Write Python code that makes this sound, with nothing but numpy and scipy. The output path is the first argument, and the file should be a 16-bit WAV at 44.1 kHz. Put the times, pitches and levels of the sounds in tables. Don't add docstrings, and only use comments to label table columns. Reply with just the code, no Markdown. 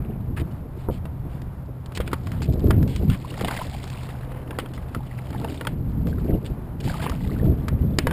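import sys
import numpy as np
from scipy import signal
from scipy.fft import rfft, irfft
from scipy.io import wavfile
from scipy.ndimage import uniform_filter1d

SR = 44100
rng = np.random.default_rng(int(sys.argv[2]) if len(sys.argv) > 2 else 0)


def volts_from_db(level):
    exponent = np.asarray(level, float) / 20
    return 10 ** exponent


def generate_wav(sig):
    pcm = np.round(np.clip(np.atleast_2d(sig).T, -1, 1) * 32767).astype(np.int16)
    wavfile.write(sys.argv[1], SR, pcm)


N = 358346
T = np.arange(N) / SR


def evened(x):
    return x / np.sqrt(np.mean(x ** 2) + 1e-20)


def column(rows, index):
    rows = np.array(rows)
    return np.interp(T, rows[:, 0], rows[:, index])


def noise():
    return rng.standard_normal(N)


def coloured(x, points):
    f, db = np.transpose(points)
    hz = np.fft.rfftfreq(len(x), 1 / SR)
    shape_db = np.interp(np.log(hz + 1), np.log(f + 1), db, -90, -90)
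    return evened(irfft(rfft(x) * volts_from_db(shape_db), len(x)))


def lumps(seconds, depth_db):
    size = max(int(seconds * SR), 2)
    smooth = uniform_filter1d(uniform_filter1d(noise(), size), size)
    return volts_from_db(depth_db * evened(smooth))


def add(mix, s, sound):
    part = mix[round(s * SR):][:len(sound)]
    part += sound[:len(part)]


# f/Hz, level/dB
BUFFET_SPECTRUM = [(8.8, -50), (15, -6.5), (75, 6), (112, 1), (146, 1.5), (226, -7.5), (317, -19),
                   (500, -25.5), (650, -70), (1100, -120)]
# f/Hz, level/dB
ROAR_SPECTRUM = [(120, -36), (250, 8), (400, 2.5), (700, -10), (1200, -40.5), (2500, -60.5)]
# f/Hz, level/dB
FLUTTER_SPECTRUM = [(50, -53), (110, -3), (170, -1), (260, -5), (400, -27)]
# t/s, level/dB
WIND_LEVEL = [(0, -31), (.5, -30.5), (.85, -37.5), (1.0, -31), (1.9, -36.5), (2.2, -31), (2.45, -26),
              (2.7, -24.5), (2.88, -22.5), (2.93, -29), (3.12, -21.5), (3.18, -33.5), (4.9, -35),
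              (5.6, -33.5), (6.0, -23), (6.35, -29.5), (6.7, -31.5), (7.25, -26), (7.5, -27.5),
              (8.13, -23.5)]
# t/s, level/dB above the wind, length/s
PUFFS = [(0.002, 8, .05), (.1, 11.5, 0.013), (0.314, 5.5, 0.052), (0.415, 10, 0.039), (0.523, 5.5, 0.036),
         (0.91, 10, .06), (1.473, 9, 0.011), (2.01, 5.5, 0.13), (2.264, 6, 0.017), (2.498, 11, 0.03),
         (2.666, 8.5, 0.082), (2.795, 8, 0.13), (3.03, 3.5, 0.11), (3.105, 4.5, .04), (3.447, 9, 0.057),
         (4.98, 9, 0.043), (5.36, 6.5, 0.11), (5.48, 5, .05), (5.755, 5.5, 0.074), (6.064, 5, 0.043),
         (6.327, 10, 0.11), (6.514, 8, 0.035), (6.869, 12, 0.046), (7.267, 3.5, .05), (7.482, 10.5, 0.15),
         (7.733, 9, 0.037), (7.84, 7, 0.072)]
# t/s, level/dB
ROAR_LEVEL = [(0.0, -44.5), (0.29, -46.5), (1.94, -49), (2.74, -33), (2.92, -35), (3.19, -45.5),
              (3.64, -40), (3.94, -50.5), (4.55, -38), (5.04, -52.5), (5.32, -47.5), (5.52, -36.5),
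              (6.0, -39), (6.18, -35), (6.54, -39), (6.86, -44), (7.33, -36.5), (7.83, -41), (8.03, -34),
              (8.13, -25.5)]
FLUTTER_DB, FLUTTER_GROWTH, STRONG_WIND_DB = -3.5, 0.76, -21.5


def wind():
    puff_db = np.zeros(N)
    for s, db, length in PUFFS:
        puff_db += db * np.exp(-((T - s) / (length / 2)) ** 2)
    wind_db = column(WIND_LEVEL, index=1)
    buffet = coloured(noise(), BUFFET_SPECTRUM) * evened(lumps(0.005, 1.0))
    flutter_db = FLUTTER_DB + FLUTTER_GROWTH * (wind_db - STRONG_WIND_DB)
    flutter = volts_from_db(flutter_db) * coloured(noise() * lumps(0.024, 2.0), FLUTTER_SPECTRUM)
    roar = coloured(noise() * lumps(0.0058, 3.66), ROAR_SPECTRUM) * evened(lumps(0.034, 3))
    roar_db = column(ROAR_LEVEL, index=1) + puff_db
    return volts_from_db(wind_db + puff_db) * (buffet + flutter) + volts_from_db(roar_db) * roar


def grains(per_s, spread_db, low_hz, high_hz, cycles, count):
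    happens = rng.random(N) < per_s / SR
    size = volts_from_db(spread_db * np.minimum(rng.exponential(1, N), 4)) * happens
    kind, out = rng.integers(0, count, N), np.zeros(N)
    for k, hz in enumerate(np.geomspace(low_hz, high_hz, count)):
        turns = np.arange(int(5 * cycles * SR / hz)) * hz / SR
        ring = np.sin(2 * np.pi * turns * (1 + 0.0134 * turns)) * np.exp(-turns / cycles)
        out += signal.oaconvolve(size * (kind == k), ring)[:N]
    return evened(out)


# t/s, spray level/dB, slosh level/dB
WATER_LEVEL = [(0, -71.5, -52), (.6, -71.5, -80), (1.88, -72, -82), (2.22, -57.5, -76), (2.62, -59, -63),
               (3.16, -56.5, -57), (3.36, -48.5, -47), (3.5, -42, -33), (3.7, -48, -47.5),
               (4.05, -49.5, -46.5), (4.33, -65.5, -50), (4.75, -65.5, -58.5), (5.47, -52.5, -45),
               (5.56, -49.5, -54), (5.74, -69, -78), (6.3, -60.5, -50.5), (6.77, -77, -71),
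               (6.86, -41.5, -43), (7.08, -51.5, -37), (7.22, -53, -49.5), (7.76, -66.5, -59.5),
               (8.13, -61, -59)]
# f/Hz, level/dB
SPRAY_SPECTRUM = [(710, -29), (1200, -29), (1670, -14), (1960, -3.5), (3050, -1), (3300, 0), (4670, 0.5),
                  (5900, -3), (7670, -50), (13000, -120)]
# f/Hz, level/dB
SLOSH_SPECTRUM = [(350, -28), (700, -7.5), (1200, -10.5), (2000, -10), (3200, -14.5)]
# f/Hz, level/dB
LAKE_SPECTRUM = [(120, -32), (200, -27), (424, -15.5), (547, -7), (991, -10.5), (2560, -28.5), (4570, -38),
                 (5420, -35), (5900, -29.5), (7670, -91), (13000, -120)]
LAKE_DB = -49.5


def water():
    spray_db, slosh_db = column(WATER_LEVEL, index=1), column(WATER_LEVEL, index=2)
    clumps = evened(lumps(0.008, 2.8))
    drops = grains(1200, 4, 1300, 5500, 2.2, count=16) + volts_from_db(-1) * noise()
    glugs = grains(400, 4, 450, 2800, 4, count=14) + noise()
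    spray = volts_from_db(spray_db) * coloured(drops, SPRAY_SPECTRUM)
    slosh = volts_from_db(slosh_db) * coloured(glugs, SLOSH_SPECTRUM)
    plips = volts_from_db(slosh_db - 9) * grains(80, 3.5, 600, 3500, 5, count=14)
    lake = volts_from_db(LAKE_DB) * coloured(noise() * lumps(0.12, 1.4), LAKE_SPECTRUM)
    return clumps * (spray + slosh) + plips + lake


# t/s, f/Hz, rms level/dB
BOAT_TONE = [(0, 128, -39), (1.4, 128.9, -38), (2.2, 125.5, -37.5), (4.2, 126.7, -36), (5.6, 125.5, -37.5),
             (8.13, 126.9, -71)]
# t/s, rms level/dB
BOAT_OVERTONE = [(3.9, -85), (4.2, -51), (4.5, -51), (4.6, -58), (5.2, -62), (5.4, -85)]


def boat():
    phase = 2 * np.pi * np.cumsum(column(BOAT_TONE, index=1)) / SR
    drone = volts_from_db(column(BOAT_TONE, index=2)) * np.sin(phase)
    drone += volts_from_db(column(BOAT_OVERTONE, index=1)) * np.sin(4 * phase)
    return np.sqrt(2) * drone * lumps(0.083, 0.38)


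# f/Hz, relative level/dB, t60/s
HULL_MODES = [(85, 20, 0.026), (182.6, 13.5, 0.031), (350, 14, 0.026), (500, 14, 0.022), (649, -0.5, 0.084),
              (886, 1.5, 0.047), (1252, 12.5, 0.0075), (1450, -9, 0.051), (1605, -3.5, 0.039),
              (1875, -6, 0.03), (2360, 0.5, 0.0093), (2910, 1, 0.028), (3270, 3, 0.016), (4530, 3, 0.0081)]


def hull(hz_near, touch, detune, falloff_db):
    hz, db, t60 = np.array(HULL_MODES).T[:, :, None]
    t = np.arange(2000) / SR
    near_db = -falloff_db * abs(np.log2(hz / hz_near))
    mode_hz = hz * (1 + 0.063 * detune[:len(hz), None])
    modes = volts_from_db(db + near_db - 60 * t / t60) * np.sin(2 * np.pi * mode_hz * t)
    return signal.fftconvolve(touch, modes.sum(0))


# t/s, length/s, rms level/dB of the hull ring, brightest f/Hz
RUBS = [(0.365, 0.031, -44.5, 1550), (0.395, 0.0274, -50, 1890), (0.51, 0.017, -68, 4000),
        (0.764, 0.11, -65.5, 3020), (0.91, 0.076, -59, 2970), (1.295, 0.099, -66, 2530),
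        (1.949, 0.036, -45, 4380), (2.006, 0.019, -49.5, 2000), (2.063, 0.026, -58, 2970),
        (2.129, 0.019, -43.5, 1570), (2.318, 0.072, -55.5, 1460), (2.418, 0.034, -48, 4600),
        (2.454, 0.013, -59, 3020), (2.532, 0.011, -58, 3880), (2.596, 0.019, -67, 3500),
        (2.883, .12, -53, 3100), (3.108, 0.058, -46, 1860), (4.593, 0.015, -49, 2360),
        (4.737, 0.036, -58, 4070), (6.076, 0.045, -60, 4500), (6.452, 0.031, -56, 3000),
        (6.801, 0.014, -51.5, 3800), (6.849, 0.046, -56, 3570), (7.017, 0.041, -47.5, 3300)]


def rubs():
    out = np.zeros(N)
    chance = rng.standard_normal((len(RUBS), 3, 6000))
    for (s, length, db, bright_hz), (slips, size, detune) in zip(RUBS, chance):
        part = np.linspace(0, 1, min(int(length * SR), 6000))
        stroke = np.sqrt(np.sqrt(part) * (1 - part))
        touch = (slips * volts_from_db(7 * size))[:len(stroke)] * stroke
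        ring = hull(bright_hz, touch, detune, 4.5)
        band = signal.butter(2, [0.4 * bright_hz, 1.3 * bright_hz], "band", fs=SR)
        hiss = signal.lfilter(*band, touch)
        hiss = np.pad(hiss, (0, len(ring) - len(touch)))
        add(out, s, volts_from_db(db) * (evened(ring) + volts_from_db(2) * evened(hiss)))
    return out


# t/s, peak level/dB
THUMPS = [(0.887, -9.5), (0.899, -10.5), (1.466, -45), (2.001, -13), (2.129, -28), (2.704, -11.5),
          (3.393, -30), (3.413, -14), (3.439, -13.5), (3.48, -20), (5.347, -22), (5.441, -20), (6.85, -35),
          (8.071, -16.5)]
THUMP_RATTLE_S, THUMP_HARDNESS_HZ = 0.025, 1000


def thumps():
    out, t = np.zeros(N), np.arange(4000) / SR
    chance = rng.standard_normal((len(THUMPS), 2, len(t)))
    blunt = signal.butter(4, THUMP_HARDNESS_HZ, fs=SR, output="sos")
    for (s, peak_db), (touch, detune) in zip(THUMPS, chance):
        force = touch * volts_from_db(-60 * t / THUMP_RATTLE_S)
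        force[0] += 12.5
        force = signal.sosfilt(blunt, force)
        ring = hull(170, force, detune, 0.65)[:len(t)]
        add(out, s, volts_from_db(peak_db) * ring / abs(ring).max())
    return out


# t/s, peak level/dB of the hull ring, contact f/Hz, crack level/dB against that peak
HITS = [(1.0546, -22, 850, -16), (1.417, -35, 896, 2.5), (1.86, -41.5, 2220, 11.5),
        (1.9212, -33.5, 1090, -4), (1.954, -42, 4000, -8), (1.974, -19.5, 1900, 2),
        (2.0042, -18, 1870, -26), (2.077, -22, 1880, -24), (2.1162, -25.5, 1220, -12),
        (2.1314, -11, 880, -11), (2.2704, -24, 1400, -9), (2.318, -26.5, 1140, -2), (2.42, -23.5, 1430, -3),
        (2.5237, -39, 1070, 5), (2.5946, -34.5, 894, -2), (2.6704, -34, 864, 0), (2.7076, -9.5, 1250, -14),
        (2.828, -29, 1520, 2), (2.8769, -43, 1200, 16.5), (2.9612, -28, 2720, 8), (3.0995, -21.5, 2900, -9),
        (3.341, -28.5, 1400, -8), (3.396, -40, 1400, -8), (3.4098, -18.5, 1460, -5),
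        (3.4468, -14.5, 2260, -24), (3.483, -18, 1970, -12), (3.511, -33.5, 853, 11.5),
        (3.6501, -33, 940, -1), (3.84, -27, 1070, 1), (3.876, -35, 2700, 8), (3.9006, -36, 894, 11),
        (4.033, -36, 883, 5), (4.0897, -26.5, 970, -13), (4.3186, -28.5, 1070, -8), (4.346, -33, 1150, -17),
        (4.508, -21, 1450, -32), (4.5872, -14, 1600, -30), (4.6, -25, 2390, -24), (4.66, -26, 1330, -32),
        (4.736, -34, 1000, 3), (4.7776, -25.5, 830, -23), (4.9477, -20, 955, -5.5), (5.1874, -49, 977, -3),
        (5.305, -30, 1175, -6), (5.329, -26, 1000, -14), (5.4135, -40, 851, 5), (5.4459, -17.5, 865, -36),
        (5.611, -16, 1050, -22), (5.6505, -22.5, 925, -25), (5.6705, -14, 1870, -9),
        (6.07, -29.5, 1450, -4), (6.183, -28.5, 990, -29), (6.4467, -36, 2100, -10),
        (6.4617, -27.5, 3180, -16), (6.842, -48, 1010, 19), (6.8964, -29, 1630, -18),
        (6.9387, -29, 1330, -20), (7.024, -20.5, 910, -16), (7.0414, -19, 1100, -21),
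        (7.096, -24, 960, 4.5), (7.683, -17, 1410, -1.5), (7.9859, -7.5, 1790, 2), (8.07, -6.5, 1220, -17),
        (8.1103, -17, 1340, -28)]
HIT_RATTLE_S = 0.021


def hits():
    out, t = np.zeros(N), np.arange(6000) / SR
    chance = rng.standard_normal((len(HITS), 3, len(t)))
    fade = volts_from_db(-60 * t / HIT_RATTLE_S)
    onset = 1 - np.exp(-t / 0.00055)
    for (s, peak_db, contact_hz, crack_db), (touch, snap, wet) in zip(HITS, chance):
        touch[0] = 6.6
        ring = hull(contact_hz, touch * fade, snap, 7)[:len(t)]
        crack = snap * fade * volts_from_db(crack_db)
        band = signal.butter(2, [0.7 * contact_hz, min(1.6 * contact_hz, 5500)], "band", fs=SR)
        wet = signal.lfilter(*band, wet)
        scatter = evened(wet) * (volts_from_db(-29.5 - 60 * t / 0.24) + volts_from_db(-12.5) * fade)
        add(out, s, volts_from_db(peak_db) * (ring / abs(ring).max() + (crack + scatter) * onset))
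    return out


# t/s, level/dB of the decay at its start, starting f/Hz, rise/(octaves per s)
BUBBLES = [(3.247, -24, 970, 19), (3.305, -29.5, 2770, 17), (3.446, -19, 666, 13), (3.484, -18.5, 1990, 8),
           (3.514, -28, 820, 12), (3.549, -29, 1970, -5), (3.615, -16, 957, 10), (4.529, -29, 1030, -2),
           (4.778, -32, 1920, 16), (4.957, -24.5, 1330, -6), (4.964, -18.5, 250, -14),
           (5.005, -28.5, 835, 4), (5.112, -31, 1950, 6), (5.188, -36, 2260, 6), (5.348, -23, 830, 6),
           (5.413, -26, 810, 25), (5.448, -18, 850, 11), (5.485, -29.5, 2950, 2), (5.575, -31, 3460, 20),
           (6.128, -30.5, 1570, 3), (6.342, -36, 2820, 5.4), (6.897, -22.5, 1560, 9),
           (6.941, -21.5, 1190, 6), (7.295, -30, 1170, 4), (7.315, -30.5, 1920, 27), (7.363, -30, 1420, 16),
           (7.397, -30, 1770, 5), (7.937, -43, 3500, 1)]
BUBBLE_T60_S, BUBBLE_SIZE_LAW = 0.026, 0.4


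def bubbles():
    out, t = np.zeros(N), np.arange(4000) / SR
    onset = 1 - np.exp(-t / 0.00083)
    for s, level_db, hz, rise in BUBBLES:
        t60 = BUBBLE_T60_S * (1000 / hz) ** BUBBLE_SIZE_LAW
        phase = 2 * np.pi * np.cumsum(hz * 2 ** (rise * t)) / SR
        add(out, s, volts_from_db(level_db - 60 * t / t60) * onset * np.sin(phase))
    return out


def scene():
    return (wind() + water() + boat() + rubs() + thumps() + hits() + bubbles())[None]


def top_cut(x):
    return signal.sosfilt(signal.butter(12, 16480, fs=SR, output="sos"), x)


def record(dry):
    hold_hz = 12000
    low_pass = signal.firwin(95, 5600, window=("kaiser", 7.0), fs=SR)
    narrow = signal.oaconvolve(dry, low_pass[None], "same")
    mirrored = narrow * (1 + 2 * np.cos(2 * np.pi * hold_hz * T))
    sampled = np.pad(mirrored, ((0, 0), (0, SR)), "reflect")
    hz = np.fft.rfftfreq(N + SR, 1 / SR)
    shelf_db = -22 * np.clip((hz - 15200) / 250, 0, 1)
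    held = irfft(rfft(sampled) * np.sinc(hz / hold_hz) * volts_from_db(shelf_db), N + SR)[:, :N]
    finished = held * signal.windows.tukey(N, 0.001)
    return top_cut(finished)


dry = scene()
out = record(dry)
generate_wav(out)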